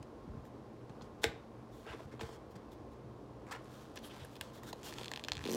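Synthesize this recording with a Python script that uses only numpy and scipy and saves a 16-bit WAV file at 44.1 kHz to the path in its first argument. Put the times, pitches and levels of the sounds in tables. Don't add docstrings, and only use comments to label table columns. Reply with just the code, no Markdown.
import sys
import numpy as np
from scipy import signal
from scipy.fft import rfft, irfft
from scipy.io import wavfile
from scipy.ndimage import uniform_filter1d

SR = 44100
rng = np.random.default_rng(int(sys.argv[2]) if len(sys.argv) > 2 else 0)


def log_audio(samples):
    frames = np.atleast_2d(samples).T
    limited = np.clip(frames, -1, 1)
    pcm = np.round(limited * 32767).astype(np.int16)
    wavfile.write(sys.argv[1], SR, pcm)


def convert_level_to_amplitude(level_db):
    exponent = np.asarray(level_db, float) / 20
    return 10 ** exponent


N = 245186
T = np.arange(N) / SR

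# time in seconds, peak in dB, ring in Hz, body in dB.
PEEL_SNAPS = [(4.8316, -37, 5000, -26), (4.9252, -32.5, 2200, -12), (4.9386, -34, 4400, -23),
              (4.9564, -46, 1840, -4), (4.9845, -31, 3300, -10), (4.9952, -40, 3030, -9),
              (5.0121, -38, 3650, -8), (5.033, -33.5, 3300, -28), (5.045, -34, 3540, -29),
              (5.058, -31.5, 4230, -27), (5.0814, -31.5, 3520, -30), (5.1159, -22.5, 2430, -16.5),
              (5.1365, -26.5, 3070, -14.5), (5.1605, -29, 3820, -26), (5.174, -31, 3160, -10.5),
              (5.1952, -34, 3200, -16), (5.239, -30.5, 3630, -26), (5.248, -32, 3630, -30),
              (5.2845, -20, 2770, -19.5), (5.2974, -35, 2850, -21), (5.3188, -19.5, 3820, -13.5),
              (5.3333, -33.5, 4170, -17), (5.353, -34, 3550, -18), (5.3689, -32, 3630, -13),
              (5.3789, -31.5, 2600, -26), (5.3917, -32.5, 2530, -18), (5.408, -38, 2400, -8),
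              (5.4134, -40, 1850, -9), (5.429, -42, 2340, -19), (5.44, -33.5, 3500, -9)]
# time in seconds, peak in dB, ring in Hz.
TEAR_SNAPS = [(5.453, -30.5, 3780), (5.4634, -30.5, 2900), (5.4753, -31.5, 3770), (5.4852, -40, 3560),
              (5.4949, -33, 3970), (5.4996, -35, 4250), (5.508, -34, 6200), (5.5157, -32, 5900),
              (5.5253, -32, 6440), (5.533, -33, 5930), (5.54, -32, 4600), (5.548, -32.5, 6040),
              (5.5554, -37, 5900)]
# pitch in Hz, level in dB, T60 in seconds.
FILM_MODES = [(1715, -3.5, 0.0075), (2400, 1, 0.0032), (3560, 0, 0.002), (5000, 0, 0.0021),
              (6100, -0.5, 0.0026), (7220, 1, 0.0023)]
# time in seconds, peak in dB, ring in Hz, body in dB.
CARD_TICKS = [(0.8947, -48.5, 2220, -2), (1.011, -54, 3440, 4), (1.0195, -49.5, 5000, -11),
              (2.194, -46.5, 3380, 6), (2.2089, -36.5, 2110, -4), (2.5132, -58.5, 4000, 3),
              (3.0133, -62, 2060, 3), (3.466, -47.5, 2140, -8), (3.5097, -38, 2280, -7),
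              (4.4106, -25, 2900, -7.5), (4.633, -37.5, 2400, -9), (4.7292, -35, 3870, 0.5)]
# time in seconds, peak in dB, ring in Hz, edge in dB.
HAND_SCUFFS = [(0.0267, -44.5, 4660, -16), (0.4519, -50, 1940, -14), (3.526, -34.5, 1810, -9.5),
               (3.6441, -58, 5000, 0), (3.9578, -40, 2130, -8.5), (3.969, -40, 2660, -26),
               (3.9738, -37, 3050, -30), (3.9874, -47, 3610, -5), (4.2474, -45, 1980, -3.5),
               (4.355, -47, 2960, -7), (4.3647, -41.5, 3240, -10)]
# time in seconds, peak in dB, start pitch in Hz.
TABLE_KNOCKS = [(.002, -43.5, 144), (.276, -40, 270), (.291, -43, 83), (.348, -44, 268), (0.37, -41.5, 146),
                (.9, -43, 185), (1.021, -43.5, 237), (1.26, -36.5, 114), (1.29, -43, 229), (1.901, -47, 99),
                (1.947, -39.5, 476), (2.004, -40, 670), (2.051, -42.5, 144), (2.139, -39, 437),
                (2.22, -39, 332), (2.231, -38, 131), (2.558, -45, 200), (3.038, -47, 204),
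                (3.612, -43.5, 520), (4.218, -43.5, 134), (4.409, -50, 141), (4.733, -39, 630),
                (4.882, -49, 199), (5.014, -38.5, 560), (5.12, -41.5, 600), (5.249, -43, 610),
                (5.312, -45, 91), (5.368, -38, 140), (5.405, -42, 126), (5.436, -42, 288)]
# time in seconds, peak in dB.
TEAR_SHUDDERS = [(5.456, -32), (5.468, -33.5), (5.476, -46), (5.488, -28.5), (5.495, -40.5), (5.501, -32.5),
                 (5.51, -30), (5.518, -35.5), (5.523, -37), (5.532, -32), (5.54, -37), (5.546, -28),
                 (5.551, -46), (5.557, -30)]
# time in seconds, blow in dB, crack in dB.
CASE_LANDINGS = [
    (1.2412, -12.5, -2.5),
    (1.865, -30.5, -22),
    (1.935, -31.5, -19),
    (2.212, -26, -9),
    (2.232, -28.5, -15),
    (2.29, -32.5, -23.5),
]
# pitch in Hz, level in dB, T60 in seconds.
CASE_MODES = [(332, -12.5, 0.028), (453, -15.5, 0.1), (675, -12.5, 0.026), (839, -23, 0.036),
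              (1180, -25.5, 0.037), (1533, -11, 0.021), (2100, 8, 0.0029), (2900, -9, 0.0016),
              (3740, -2, 0.0067), (4600, -10.5, 0.0024), (5570, -4, 0.0028), (6640, -17, 0.0019),
              (7530, -8.5, 0.0047)]
# middle in seconds, length in seconds, level in dB, dull part in dB.
CARD_DRAGS = [(1.041, 0.052, -67, -3), (1.907, 0.09, -68.5, 16.5), (1.942, .026, -76.5, 17.5),
              (1.999, .022, -67, 11), (2.128, .03, -65, 7.5), (2.214, .022, -50, -4),
              (2.25, 0.08, -58.5, 0.5), (2.322, 0.1, -58.5, -2), (2.561, 0.015, -56.5, -1),
              (3.493, .043, -65, 7), (3.52, 0.016, -43.5, -1), (3.545, 0.05, -60.5, 10.5),
              (3.968, 0.017, -50, -4), (4.116, .03, -63, -30), (4.161, 0.14, -73.5, 10.5),
              (4.223, .074, -66.5, 2.5), (4.478, 0.072, -62.5, -3.5), (4.868, 0.061, -51, -14),
              (4.997, 0.084, -53.5, -3)]
# middle in seconds, length in seconds, level in dB, bright part in dB.
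FILM_RUSTLES = [(.464, 0.037, -75, -1), (1.225, .014, -58, -4), (1.2364, 0.0064, -38.5, -8),
                (1.787, 0.17, -69, -4.5), (2.516, .026, -85.5, 11), (2.726, 0.027, -66, -4.5),
                (2.93, .034, -73, -7), (3.729, 0.058, -72, -2), (3.785, .17, -68, -5.5),
                (4.055, 0.062, -59, -9), (4.327, 0.051, -68, -5), (4.436, 0.045, -62, -8),
                (4.562, 0.066, -61, -6), (4.648, 0.021, -61, -6), (4.685, 0.046, -54.5, -5.5),
                (4.869, 0.065, -54, -2)]
# middle in seconds, length in seconds, level in dB, pitch in Hz.
FILM_SQUEAKS = [(1.896, 0.048, -58, 2900), (1.897, 0.077, -56.5, 1590), (1.935, 0.013, -61, 3460),
                (3.555, 0.027, -64, 2900), (4.11, 0.027, -58, 2900), (4.217, 0.053, -60.5, 3200),
                (4.047, 0.027, -56.5, 3200), (4.059, 0.054, -61, 10600), (4.69, 0.039, -61, 1520),
                (5.528, .03, -58, 3080)]
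# time in seconds, film level in dB.
RUB_PRESSURE = [(0.0, -84), (0.59, -85), (1.08, -78), (1.75, -80), (1.9, -64), (2.14, -72), (3.34, -96),
                (3.53, -71), (3.81, -63.5), (3.92, -67.5), (4.17, -61), (4.49, -69), (4.69, -68.5),
                (4.89, -54), (5.17, -63), (5.36, -65), (5.47, -51), (5.56, -49)]
# frequency in Hz, density in dB per Hz.
DUCT_SPECTRUM = [(15, -60), (25, -39), (43, -1.5), (92, -3), (120, -8), (185, -6.5), (223, 1), (256, -10),
                 (285, -1), (363, -2.5), (818, -11.5), (1100, -14.5), (1900, -34), (5280, -37),
                 (16000, -58)]
# pitch in Hz, width in Hz, level in dB.
MOTOR_HUMS = [(121.8, 9, -59.5), (226.1, 6.1, -65.5), (289, 22, -64), (469, 85, -63), (1061, 23, -70.5)]


def level(x, db):
    return x * convert_level_to_amplitude(db) / np.sqrt(np.mean(x ** 2))


def band(x, hz, width_hz):
    hz = np.clip(hz, 20, 0.45 * SR)
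    return signal.lfilter(*signal.iirpeak(hz, hz / width_hz, fs=SR), x)


def steep(x, hz, width_hz):
    return band(band(x, hz, width_hz), hz, width_hz)


def walk(rate_hz):
    hold = int(SR / rate_hz)
    steps = np.repeat(rng.standard_normal(N // 20), hold)[:N]
    return uniform_filter1d(uniform_filter1d(steps, hold), hold)


def ring(hz, t60_s, rise_s=0.000079, count=4000):
    t = T[:count]
    decay = np.exp(-np.log(1000) * t / t60_s)
    return np.sin(2 * np.pi * hz * t) * decay * (1 - np.exp(-t / rise_s)) ** 2


def add(out, s, x):
    i = max(int(s * SR), 0)
    out[i:i + len(x)] += x[:N - i]


def snap(hz, body_db, edge_db):
    count = 600
    t = T[:count]
    detune = rng.standard_normal(len(FILM_MODES) + 1)
    film = 0.82 * ring(hz, 0.0043, count=count)
    for k, (mode_hz, db, t60_s) in enumerate(FILM_MODES):
        reach_db = -7.0 * abs(np.log2(mode_hz / hz))
        mode = ring(mode_hz * (1 + 0.05 * detune[k]), t60_s, count=count)
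        film = film + (-1) ** k * convert_level_to_amplitude(db + reach_db) * mode
    crinkle = steep(rng.standard_normal(count), 0.8 * hz, 1.08 * hz) * np.exp(-t / 0.0043)
    film = film + 0.25 * crinkle
    body = ring(1150 * (1 + 0.08 * detune[-1]), 0.007, 0.0003, count)
    body = body - 0.7 * ring(750, 0.008, 0.0004, count)
    spit = rng.standard_normal(count) * np.exp(-t / 0.00047)
    edge = steep(spit, 7460, 9200) + 0.47 * steep(spit, 12950, 7600)
    return 1.027 * film + 2.05 * convert_level_to_amplitude(body_db) * body + 2.25 * convert_level_to_amplitude(edge_db) * edge


def peel():
    out = np.zeros(N)
    loose_from_s, tight_edge_db, loose_edge_db = 5.36, -21, -40
    for s, db, hz, body_db in PEEL_SNAPS:
        edge_db = tight_edge_db if s < loose_from_s else loose_edge_db
        add(out, s, convert_level_to_amplitude(db) * snap(hz, body_db, edge_db))
    return out


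def tear():
    out = np.zeros(N)
    body_db, edge_at_4khz_db, edge_db_per_octave = -11.5, -15.5, 20
    for s, db, hz in TEAR_SNAPS:
        edge_db = edge_at_4khz_db + edge_db_per_octave * np.log2(hz / 4000)
        add(out, s, convert_level_to_amplitude(db) * snap(hz, body_db, edge_db))
    return out


def scuff(db, hz, body_db, edge_db, fade_ms):
    count = 900
    slips = rng.standard_normal(count) * (rng.random(count) < 0.15)
    run = slips * np.exp(-T[:count] * 1000 / fade_ms)
    return 0.38 * convert_level_to_amplitude(db) * np.convolve(snap(hz, body_db, edge_db), run)


def ticks():
    out = np.zeros(N)
    near_from_s = 4
    for s, db, hz, body_db in CARD_TICKS:
        edge_db, fade_ms = (-12, 2.46) if s > near_from_s else (-24, 6.1)
        add(out, s, scuff(db, hz, body_db, edge_db, fade_ms))
    return out


def scuffs():
    out = np.zeros(N)
    for s, db, hz, edge_db in HAND_SCUFFS:
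        add(out, s, scuff(db, hz, -16, edge_db, fade_ms=2.9))
    return out


def table_return(x):
    return x + 0.28 * np.roll(x, int(0.0012 * SR)) - 0.035 * np.roll(x, int(0.000807 * SR))


def knocks():
    out = np.zeros(N)
    shudders = [(s, db, 316 + 15 * (db + 39.5)) for s, db in TEAR_SHUDDERS]
    for s, db, hz in TABLE_KNOCKS + shudders:
        cycles = hz * T[:3000]
        phase = 2 * np.pi * np.log1p(0.33 * cycles) / 0.3075
        swell = (1 - np.exp(-cycles / 0.5)) * np.exp(-cycles / 2.1)
        add(out, s, -convert_level_to_amplitude(db) * 1.48 * np.sin(phase) * swell)
        board_note = ring(0.966 * hz, 25.0 / hz, 0.88 / hz)
        add(out, s, -convert_level_to_amplitude(db) * 0.5 * board_note)
    return out


def slap():
    out = np.zeros(N)
    for s, blow_db, crack_db in CASE_LANDINGS:
        for k, (hz, db, t60_s) in enumerate(CASE_MODES):
            gain = convert_level_to_amplitude(blow_db + db + crack_db * (hz > 1200))
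            mode = ring(hz, t60_s, 0.37 / hz, count=6000)
            add(out, s + 0.35 / hz, (-1) ** k * gain * mode)
        crack = steep(rng.standard_normal(220), 8500, 9000) * np.hanning(220)
        add(out, s, convert_level_to_amplitude(blow_db + crack_db - 17) * crack)
    return out


def scrape(length_s, db, hz, dull_db, bright_db):
    room_for = 9000
    count = min(int(1.4 * length_s * SR), room_for)
    slip_size = np.minimum(rng.exponential(size=room_for), 4)
    x = rng.standard_normal(room_for) * convert_level_to_amplitude(2.5 * slip_size)
    catch = np.repeat(rng.standard_normal(90), 100)
    x = x * convert_level_to_amplitude(1.8 * uniform_filter1d(catch, size=60))
    voice = level(steep(x, hz, 0.35 * hz), -7)
    voice = voice + level(steep(x, 4350, 2600), -6.5)
    voice = voice + level(steep(x, 6230, 4300), bright_db / 2 - 4.5)
    voice = voice + level(steep(x, 1020, 1870), dull_db)
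    voice = voice + level(steep(x, 9750, 14800), bright_db)
    return convert_level_to_amplitude(db) * signal.windows.tukey(count, 0.7) * voice[:count]


def drags():
    out = np.zeros(N)
    for s, length_s, db, dull_db in CARD_DRAGS:
        x = scrape(length_s, db, 3200, dull_db, bright_db=-15)
        add(out, s - len(x) / SR / 2, x)
    return out


def rustles():
    out = np.zeros(N)
    for s, length_s, db, bright_db in FILM_RUSTLES:
        x = scrape(length_s, db, 3600, -2, bright_db)
        add(out, s - len(x) / SR / 2, x)
    return out


def squeaks():
    out = np.zeros(N)
    for s, length_s, db, hz in FILM_SQUEAKS:
        count = min(int(1.5 * length_s * SR), 6000)
        width_share = 0.45 if 4.0 < s < 4.4 else 0.12
        tone = steep(rng.standard_normal(6000), hz, width_share * hz)
        add(out, s - count / SR / 2, level(tone, db)[:count] * np.hanning(count))
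    return out


def grit(rate_hz, spread_db, smooth):
    hiss = rng.standard_normal(N)
    slipping = rng.random(N) < rate_hz / SR
    size = np.minimum(rng.exponential(size=N), 4.5)
    slips = slipping * np.sign(hiss) * convert_level_to_amplitude(spread_db * size)
    return level(slips, 0) + smooth * hiss


def rubbing():
    film_db = np.interp(T, *np.transpose(RUB_PRESSURE))
    card_db = -63.5 + 0.29 * (film_db + 70)
    x = grit(3000, 4.6, 0.53) * convert_level_to_amplitude(1.6 * walk(26.27))
    film = convert_level_to_amplitude(film_db) * level(band(x, 2720, 2750), -3)
    card = convert_level_to_amplitude(card_db) * level(steep(x, 1200, 1280), -5.0)
    edges = convert_level_to_amplitude(-74) * level(steep(x, 16500, 16500), -28.0)
    return film + card + edges


def air():
    hz, db = np.transpose(DUCT_SPECTRUM)
    f_hz = np.arange(1, N // 2 + 2) * SR / N
    shape = convert_level_to_amplitude(np.interp(np.log(f_hz), np.log(hz), db))
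    duct = irfft(rfft(rng.standard_normal(N)) * shape, N)
    out = level(duct, -54.5) * convert_level_to_amplitude(0.91 * walk(6.2))
    for hum_hz, width_hz, hum_db in MOTOR_HUMS:
        out = out + level(band(rng.standard_normal(N), hum_hz, width_hz), hum_db)
    return out


def room(x):
    t60_s, treble_t60_s, room_db = 0.35, 0.16, -8.5
    t = T[:20000]
    low, high = rng.standard_normal((2, len(t)))
    tail = steep(low, 590, 5000) * np.exp(-np.log(1000) * t / t60_s)
    tail = tail + 1.14 * high * np.exp(-np.log(1000) * t / treble_t60_s)
    tail = tail * (1 - np.exp(-t / 0.00033))
    tail = tail / np.sqrt(np.sum(tail ** 2))
    return convert_level_to_amplitude(room_db) * signal.fftconvolve(x, tail)[:N]


def scene():
    near = table_return(peel() + tear() + ticks() + scuffs())
    far = slap() + drags() + rustles() + squeaks()
    mix = near + far + room(0.38 * near + far) + knocks() + rubbing() + air()
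    return mix[None]


def band_limit(x):
    return signal.sosfilt(signal.butter(12, 16640, fs=SR, output="sos"), x)


def record(dry):
    low_cut = signal.sosfilt(signal.butter(2, 35, "high", fs=SR, output="sos"), dry)
    top_cut = signal.sosfilt(signal.cheby1(10, 0.5, 15700, fs=SR, output="sos"), low_cut)
    return band_limit(top_cut + 0.05 * low_cut)


dry = scene()
out = record(dry)
log_audio(out)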